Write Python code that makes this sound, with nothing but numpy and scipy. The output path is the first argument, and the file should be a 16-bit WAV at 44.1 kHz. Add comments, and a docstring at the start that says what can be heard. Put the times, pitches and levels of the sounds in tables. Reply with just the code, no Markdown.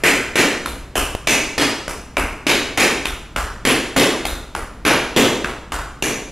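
"""First the tail of a heel drop rings out in a bare, echoing studio; then a tap dancer goes on over the sprung
wooden floor: two bright toe slaps, two heavier heel drops, over and over. Each blow is shaped noise: a crack of
metal plate on boards and a ringing hall. The heels also pump a deep pulse, the thump, out of the floor.
A small stereo camera stands close by: the slaps overload its two microphone ports, and decaying sines and a
noise tick make one bump against it. Ventilation, steady noise with a low fan tone, rumbles underneath."""
import sys
import numpy as np
from scipy import signal
from scipy.fft import rfft, irfft
from scipy.io import wavfile
from scipy.ndimage import map_coordinates

SR = 44100
rng = np.random.default_rng(int(sys.argv[2]) if len(sys.argv) > 2 else 0)


def unload_wav(signal):
    """Save mono or channel-first audio to the path in sys.argv[1] as 16-bit WAV at rate SR, clipped to [-1, 1]."""
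    wavfile.write(
        sys.argv[1],
        SR,
        np.round(np.clip(np.atleast_2d(signal).T, -1, 1) * 32767).astype(np.int16),
    )


N = 278271  # samples

# ventilation spectrum: hz, level_db (per kHz)
VENT = [(20, -30.5), (45, -26.5), (70, -37.5), (110, -33.5), (250, -39.5), (600, -52), (1500, -56),
        (4000, -64.5), (10000, -75), (15000, -77)]
# dry bump at the camera: start_s, level_db
BUMP = (1.1505, -1)
# what the bump rings with: hz, level_db (before the bump's own level), t60_s
BUMP_MODES = [(72, -13, 0.033), (255, -14, 0.0069), (644, 11, 0.0022), (2820, -1, 0.003)]
# decay of the hall, scaled for each kind of blow: hz, t60_s (before scaling)
HALL_DECAY = [(100, 0.61), (300, 0.81), (1000, 0.81), (2500, 0.71), (6000, 0.75), (12000, 0.48)]
# what all blows share, a weak bass and a soft top: hz, gain_db
RADIATION = [(40, -14), (90, -11), (130, -3.5), (160, -7.5), (220, 0), (245, 2.5), (450, 1), (800, -1.5),
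             (2600, 1), (3700, -0.5), (11000, 1), (13800, -3.5), (15200, -42)]
# resonances of the boards: hz, width_hz, height_db
BOARDS = [(252, 15, 0), (280.7, 4.7, 7.5), (437, 35, 1.5)]
# the thump and its returns from ceiling and walls: delay_s, height (share)
THUMP_PATHS = [(.003, 0.14), (.031, 0.76), (.049, 0.61), (0.08, 0.97), (0.108, 0.25), (.127, .2),
               (.152, 0.42), (0.18, 0.13)]
# heel drops: start_s, level_db (per kHz, before crack and hall gains), weight_db (on the boards),
# bright_db_per_octave, clack_db (main modes of the plate), ring_hz and ring_db (modes favoured by the
# spot that lands, and their lift), crack_db (gain of the direct crack), thump_db
HEELS = [(-.2, -31, 6, 2, 0, 2830, 4.2, 8, -20), (0.6592, -37, 7, 4, -.3, 3750, 8.1, 9.5, -24.5),
         (0.9551, -26.5, 5.5, 4.5, -8.5, 2820, 14.6, 1.5, -16.5),
         (1.8797, -35, 4.5, 2.8, 1.5, 5600, 8, 5.6, -28),
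         (2.169, -25.5, 3.5, 0.3, 5.5, 1970, 1.3, 6.3, -17),
         (3.0549, -33.5, -0.5, 2.5, 3.5, 3540, 11.6, 11.3, -23),
         (3.3617, -24, -4, -1, -5.5, 3000, 1.4, 7.7, -17.5),
         (4.253, -34, 6, 4.5, 1, 3780, 11.8, 10.3, -20.5),
         (4.5504, -30.5, .3, -1.4, -2, 9700, 4.5, 9.1, -24),
         (5.4448, -31, 2, -1.5, 2, 3700, 6.5, 10.7, -29),
         (5.7207, -25.5, -5, -1.4, -9, 2829, 3.7, 6.7, -21.5)]
# colour of a heel drop, a woody knock: hz, gain_db
HEEL_COLOUR = [(400, 0), (830, 2.7), (1400, 5), (2400, -8.5), (4600, -12.5), (10000, -13.5)]
# clusters of modes of the heel plate, the main one first: hz, height_db
HEEL_PLATE = [(2500, 6.5), (5600, 0), (7000, 1.5), (10200, 3)]
# toe slaps: start_s, level_db (per kHz, before crack and hall gains), weight_db, bright_db_per_octave,
# clack_db, ring_hz, ring_db (as for the heels)
TOES = [(0.0364, -15, 3, 1.5, 5.4, 1610, 6), (0.3562, -12, 1.5, 0.5, 0.5, 1773, 2.2),
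        (1.2721, -14, -1.1, 1.5, 2.3, 6300, 4.5), (1.5794, -12, -3, -1.5, -3, 4690, 5.5),
        (2.4672, -13, -1, -0.3, 1.3, 4112, 5), (2.7744, -9.5, -2, -0.5, 0.5, 9539, 2),
        (3.6511, -12.5, 0.7, -0.05, .1, 10200, 2.5), (3.963, -9.5, 1.4, -0.1, -4, 3658, 1.5),
        (4.851, -6.5, -4.5, -4.5, -3.5, 10900, 8.5), (5.163, -12, 5.5, 0.4, -3, 3658, 4),
        (6.024, -22.5, 5.5, 2.5, 2.5, 6500, 7)]
# colour of a toe slap, a hard clack: hz, gain_db
TOE_COLOUR = [(400, 1), (830, -3.5), (1400, -5.5), (2400, -1.5), (3400, -7.5), (4600, -12), (10000, -16.5)]
# clusters of modes of the toe plate, the main one first: hz, height_db
TOE_PLATE = [(2400, 0.3), (6600, 1.5), (10200, 2.5)]

LENGTH = 2 ** 16  # samples in one blow or bump
AGE = np.arange(LENGTH) / SR  # seconds since its start
HZ = np.maximum(np.arange(LENGTH // 2 + 1) * SR / LENGTH, 1)
HUM_HZ, HUM_DB = 58.5, -44  # fan tone
WEIGHT_BELOW_HZ = 770  # the dancer's weight drives the boards below this
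BRIGHT_ABOVE_HZ = 2230  # a harder contact tilts the spectrum up above this
USUAL_SLAP_DB = -12  # level of an ordinary slap, per kHz
SLAP_CRACK_DB = -2.5  # gain of its direct crack
CRACK_GAIN_DB_PER_DB = 0.57  # the lighter the slap, the more its crack stands out
WALL_ECHO_S, WALL_ECHO_DB = 0.0127, -8.5  # the nearest wall returns each crack once
PORT_LAG_SAMPLES = 1.11  # left microphone port behind the right
CEILING = 0.47  # overload level, as a share of full scale
MONO_BELOW_HZ, CUTOFF_HZ = 6500, 16000


def from_db(db):
    """Decibels to gain."""
    return 10 ** (np.asarray(db) / 20)


def at_hz(points, hz):
    """Read a table on a log-frequency axis."""
    f, value = np.transpose(points)
    return np.interp(np.log(hz), np.log(f), value)


def dying(t60):
    """An exponential decay by 60 dB in t60 seconds."""
    return 1000.0 ** (-AGE / t60)


def hump(hz, width_hz):
    """The shape of one resonance, 1 on top."""
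    return 1 / (1 + (2 * (HZ - hz) / width_hz) ** 2)


def cluster(hz, width_hz):
    """Several close modes merge into a flat-topped hill, 1 on top."""
    return 1 / (1 + (2 * (HZ - hz) / width_hz) ** 4)


def add(track, sound, s):
    """Mix a sound in at a time in seconds; of one that starts before zero only the tail is heard."""
    at = int(s * SR)
    part = sound[..., max(-at, 0):N - at]
    start = max(at, 0)
    track[..., start:start + part.shape[-1]] += part


def port_noise(hz, size, apart_hz=9500):
    """Spectra of diffuse noise at two close ports, 0 dB per kHz: alike in the bass, less so in the treble."""
    mid, side = rfft(rng.standard_normal((2, size))) * np.sqrt(SR / 2000)
    alike = 1 / (1 + (hz / apart_hz) ** 2)
    common = np.sqrt((1 + alike) / 2) * mid
    difference = np.sqrt((1 - alike) / 2) * side
    return common + difference * [[1], [-1]]


def ventilation():
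    """A steady rumble of diffuse air noise with a low fan tone."""
    hz = np.maximum(np.arange(N // 2 + 1) * SR / N, 1)
    air = irfft(port_noise(hz, N) * from_db(at_hz(VENT, hz)), N)
    fan_tone = np.sqrt(2) * np.sin(2 * np.pi * HUM_HZ * np.arange(N) / SR)
    return air + from_db(HUM_DB) * fan_tone


def bump(tick_db=-19, tick_t60=0.015):
    """One dull knock on the camera with a small tick, too near for the hall to answer."""
    out = np.zeros(N)
    start_s, level_db = BUMP
    knock = 0
    for hz, db, t60 in BUMP_MODES:
        knock = knock + from_db(db) * np.sin(2 * np.pi * hz * AGE) * dying(t60)
    tick = from_db(tick_db) * rng.standard_normal(LENGTH) * dying(tick_t60)
    add(out, from_db(level_db) * (tick - knock), start_s)
    return out


def hall(colour, build_s, early_share, decay_scale, clatter_db=3.5, cluster_s=0.002, blur_s=0.074):
    """Reflections arrive in clusters, thicken into a smooth wash and die away band by band, the top fastest."""
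    field = port_noise(HZ, LENGTH, apart_hz=14000) * colour
    centres, t60s = np.transpose(HALL_DECAY)
    tail = 0
    for pick, t60 in zip(np.eye(len(HALL_DECAY)), t60s):
        band = np.interp(np.log(HZ), np.log(centres), pick)  # overlapping triangles that sum to 1
        tail = tail + irfft(field * band) * dying(t60 * decay_scale)
    thickening = 1 - (1 - early_share) * np.exp(-(AGE / build_s) ** 2)
    knots = np.arange(1024)
    clusters = np.interp(AGE / cluster_s, knots, rng.standard_normal(len(knots)))
    clatter = from_db(clatter_db * clusters * np.exp(-AGE / blur_s))
    return tail * thickening * clatter


def fine_modes(depth_db, spacing_hz, from_hz):
    """The plate's many lesser modes, new strengths for every blow: a ripple in dB, deepest in the treble."""
    knots = np.arange(512)
    ripple = np.interp(HZ / spacing_hz, knots, rng.standard_normal(len(knots)))
    return depth_db * ripple * HZ / (HZ + from_hz)


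def blow_colour(colour, plate, level_db, weight_db, bright_db_per_octave, clack_db, ring_hz, ring_db):
    """Spectrum of a blow: weight swells the boards, hardness tilts the treble, plate modes add hills."""
    db = level_db + at_hz(colour, HZ) + at_hz(RADIATION, HZ)
    db = db + weight_db / (1 + (HZ / WEIGHT_BELOW_HZ) ** 4)
    db = db + bright_db_per_octave * np.log2(np.hypot(1, HZ / BRIGHT_ABOVE_HZ))
    for hz, width, height in BOARDS:
        db = db + height * hump(hz, width)
    main_hz = plate[0][0]
    # a free plate clacks at its main modes; the spot that lands favours others
    for hz, height in [*plate, (main_hz, clack_db), (ring_hz, ring_db)]:
        width = 680 * np.cbrt(hz / 1000)
        db = db + height * cluster(hz, width)
    return from_db(db + fine_modes(depth_db=5.5, spacing_hz=74.28, from_hz=4500))


def crack(colour, contact_s, ring_db, ring_t60, dull_hz):
    """Direct sound: the plate chatters on wood for a few ms, then rings briefly; its treble is beamed aside."""
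    chatter = np.exp(-(AGE / contact_s) ** 4) + from_db(ring_db) * dying(ring_t60)
    spectrum = port_noise(HZ, LENGTH, apart_hz=20000) * colour / np.hypot(1, HZ / dull_hz)
    return irfft(spectrum) * chatter


def floor_thump(width_s=0.0052, rumble_db=-15, rumble_t60=1.0):
    """The floor dips and springs back; the air pulse returns from ceiling and walls and blurs into a rumble."""
    pulses = 0
    for delay, height in THUMP_PATHS:
        u = ((AGE - delay) / width_s) ** 2
        pulses = pulses + height * (1 - u) * np.exp(-u / 2)
    low_band = signal.butter(2, [22, 75], "band", fs=SR, output="sos")
    rumble = signal.sosfilt(low_band, rng.standard_normal(LENGTH))
    swell = dying(rumble_t60) * (1 - dying(0.033))
    return pulses + from_db(rumble_db) * rumble / rumble.std() * swell


def heels(hall_db=0.7):
    """Short, hard clicks with the dancer's weight behind them: crack, hall, floor thump and a wall echo."""
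    out = np.zeros((2, N))
    for s, level_db, *touch, crack_db, thump_db in HEELS:
        colour = blow_colour(HEEL_COLOUR, HEEL_PLATE, level_db, *touch)
        direct = crack(colour, contact_s=0.0039, ring_db=-10.0, ring_t60=0.049, dull_hz=4900)
        echo = hall(colour, build_s=0.014, early_share=0.21, decay_scale=0.89)
        thump = from_db(thump_db) * floor_thump()
        add(out, from_db(crack_db) * direct + from_db(hall_db) * echo + thump, s)
        add(out, from_db(crack_db + WALL_ECHO_DB) * direct, s + WALL_ECHO_S)
    return out


def toes(hall_db=1.0):
    """Flat slaps of the big front plates: crack, hall and a wall echo."""
    out = np.zeros((2, N))
    for s, level_db, *touch in TOES:
        colour = blow_colour(TOE_COLOUR, TOE_PLATE, level_db, *touch)
        crack_db = SLAP_CRACK_DB + CRACK_GAIN_DB_PER_DB * (USUAL_SLAP_DB - level_db)
        direct = crack(colour, contact_s=0.0051, ring_db=-27, ring_t60=0.1, dull_hz=6600)
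        echo = hall(colour, build_s=0.031, early_share=0.31, decay_scale=0.94)
        add(out, from_db(crack_db) * direct + from_db(hall_db) * echo, s)
        add(out, from_db(crack_db + WALL_ECHO_DB) * direct, s + WALL_ECHO_S)
    return out


def scene():
    """The sound at the two microphone ports; it reaches the left one a moment later."""
    left, right = ventilation() + bump() + heels() + toes()
    left = map_coordinates(left, [np.arange(N) - PORT_LAG_SAMPLES], order=3, mode="nearest")
    return np.array([left, right])


def record(dry):
    """Overload flattens the slaps; stereo width fades out below the treble; the top is cut."""
    left, right = dry / (1 + (dry / CEILING) ** 6) ** (1 / 6)
    hz = np.arange(N // 2 + 1) * SR / N
    width = hz ** 2 / np.hypot(hz ** 2, MONO_BELOW_HZ ** 2)
    side = irfft(rfft(left - right) / 2 * width, N)
    stereo = (left + right) / 2 + side * [[1], [-1]]
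    top_cut = signal.cheby2(14, 60, CUTOFF_HZ, fs=SR, output="sos")
    return signal.sosfilt(top_cut, stereo)


dry = scene()
out = record(dry)
unload_wav(out)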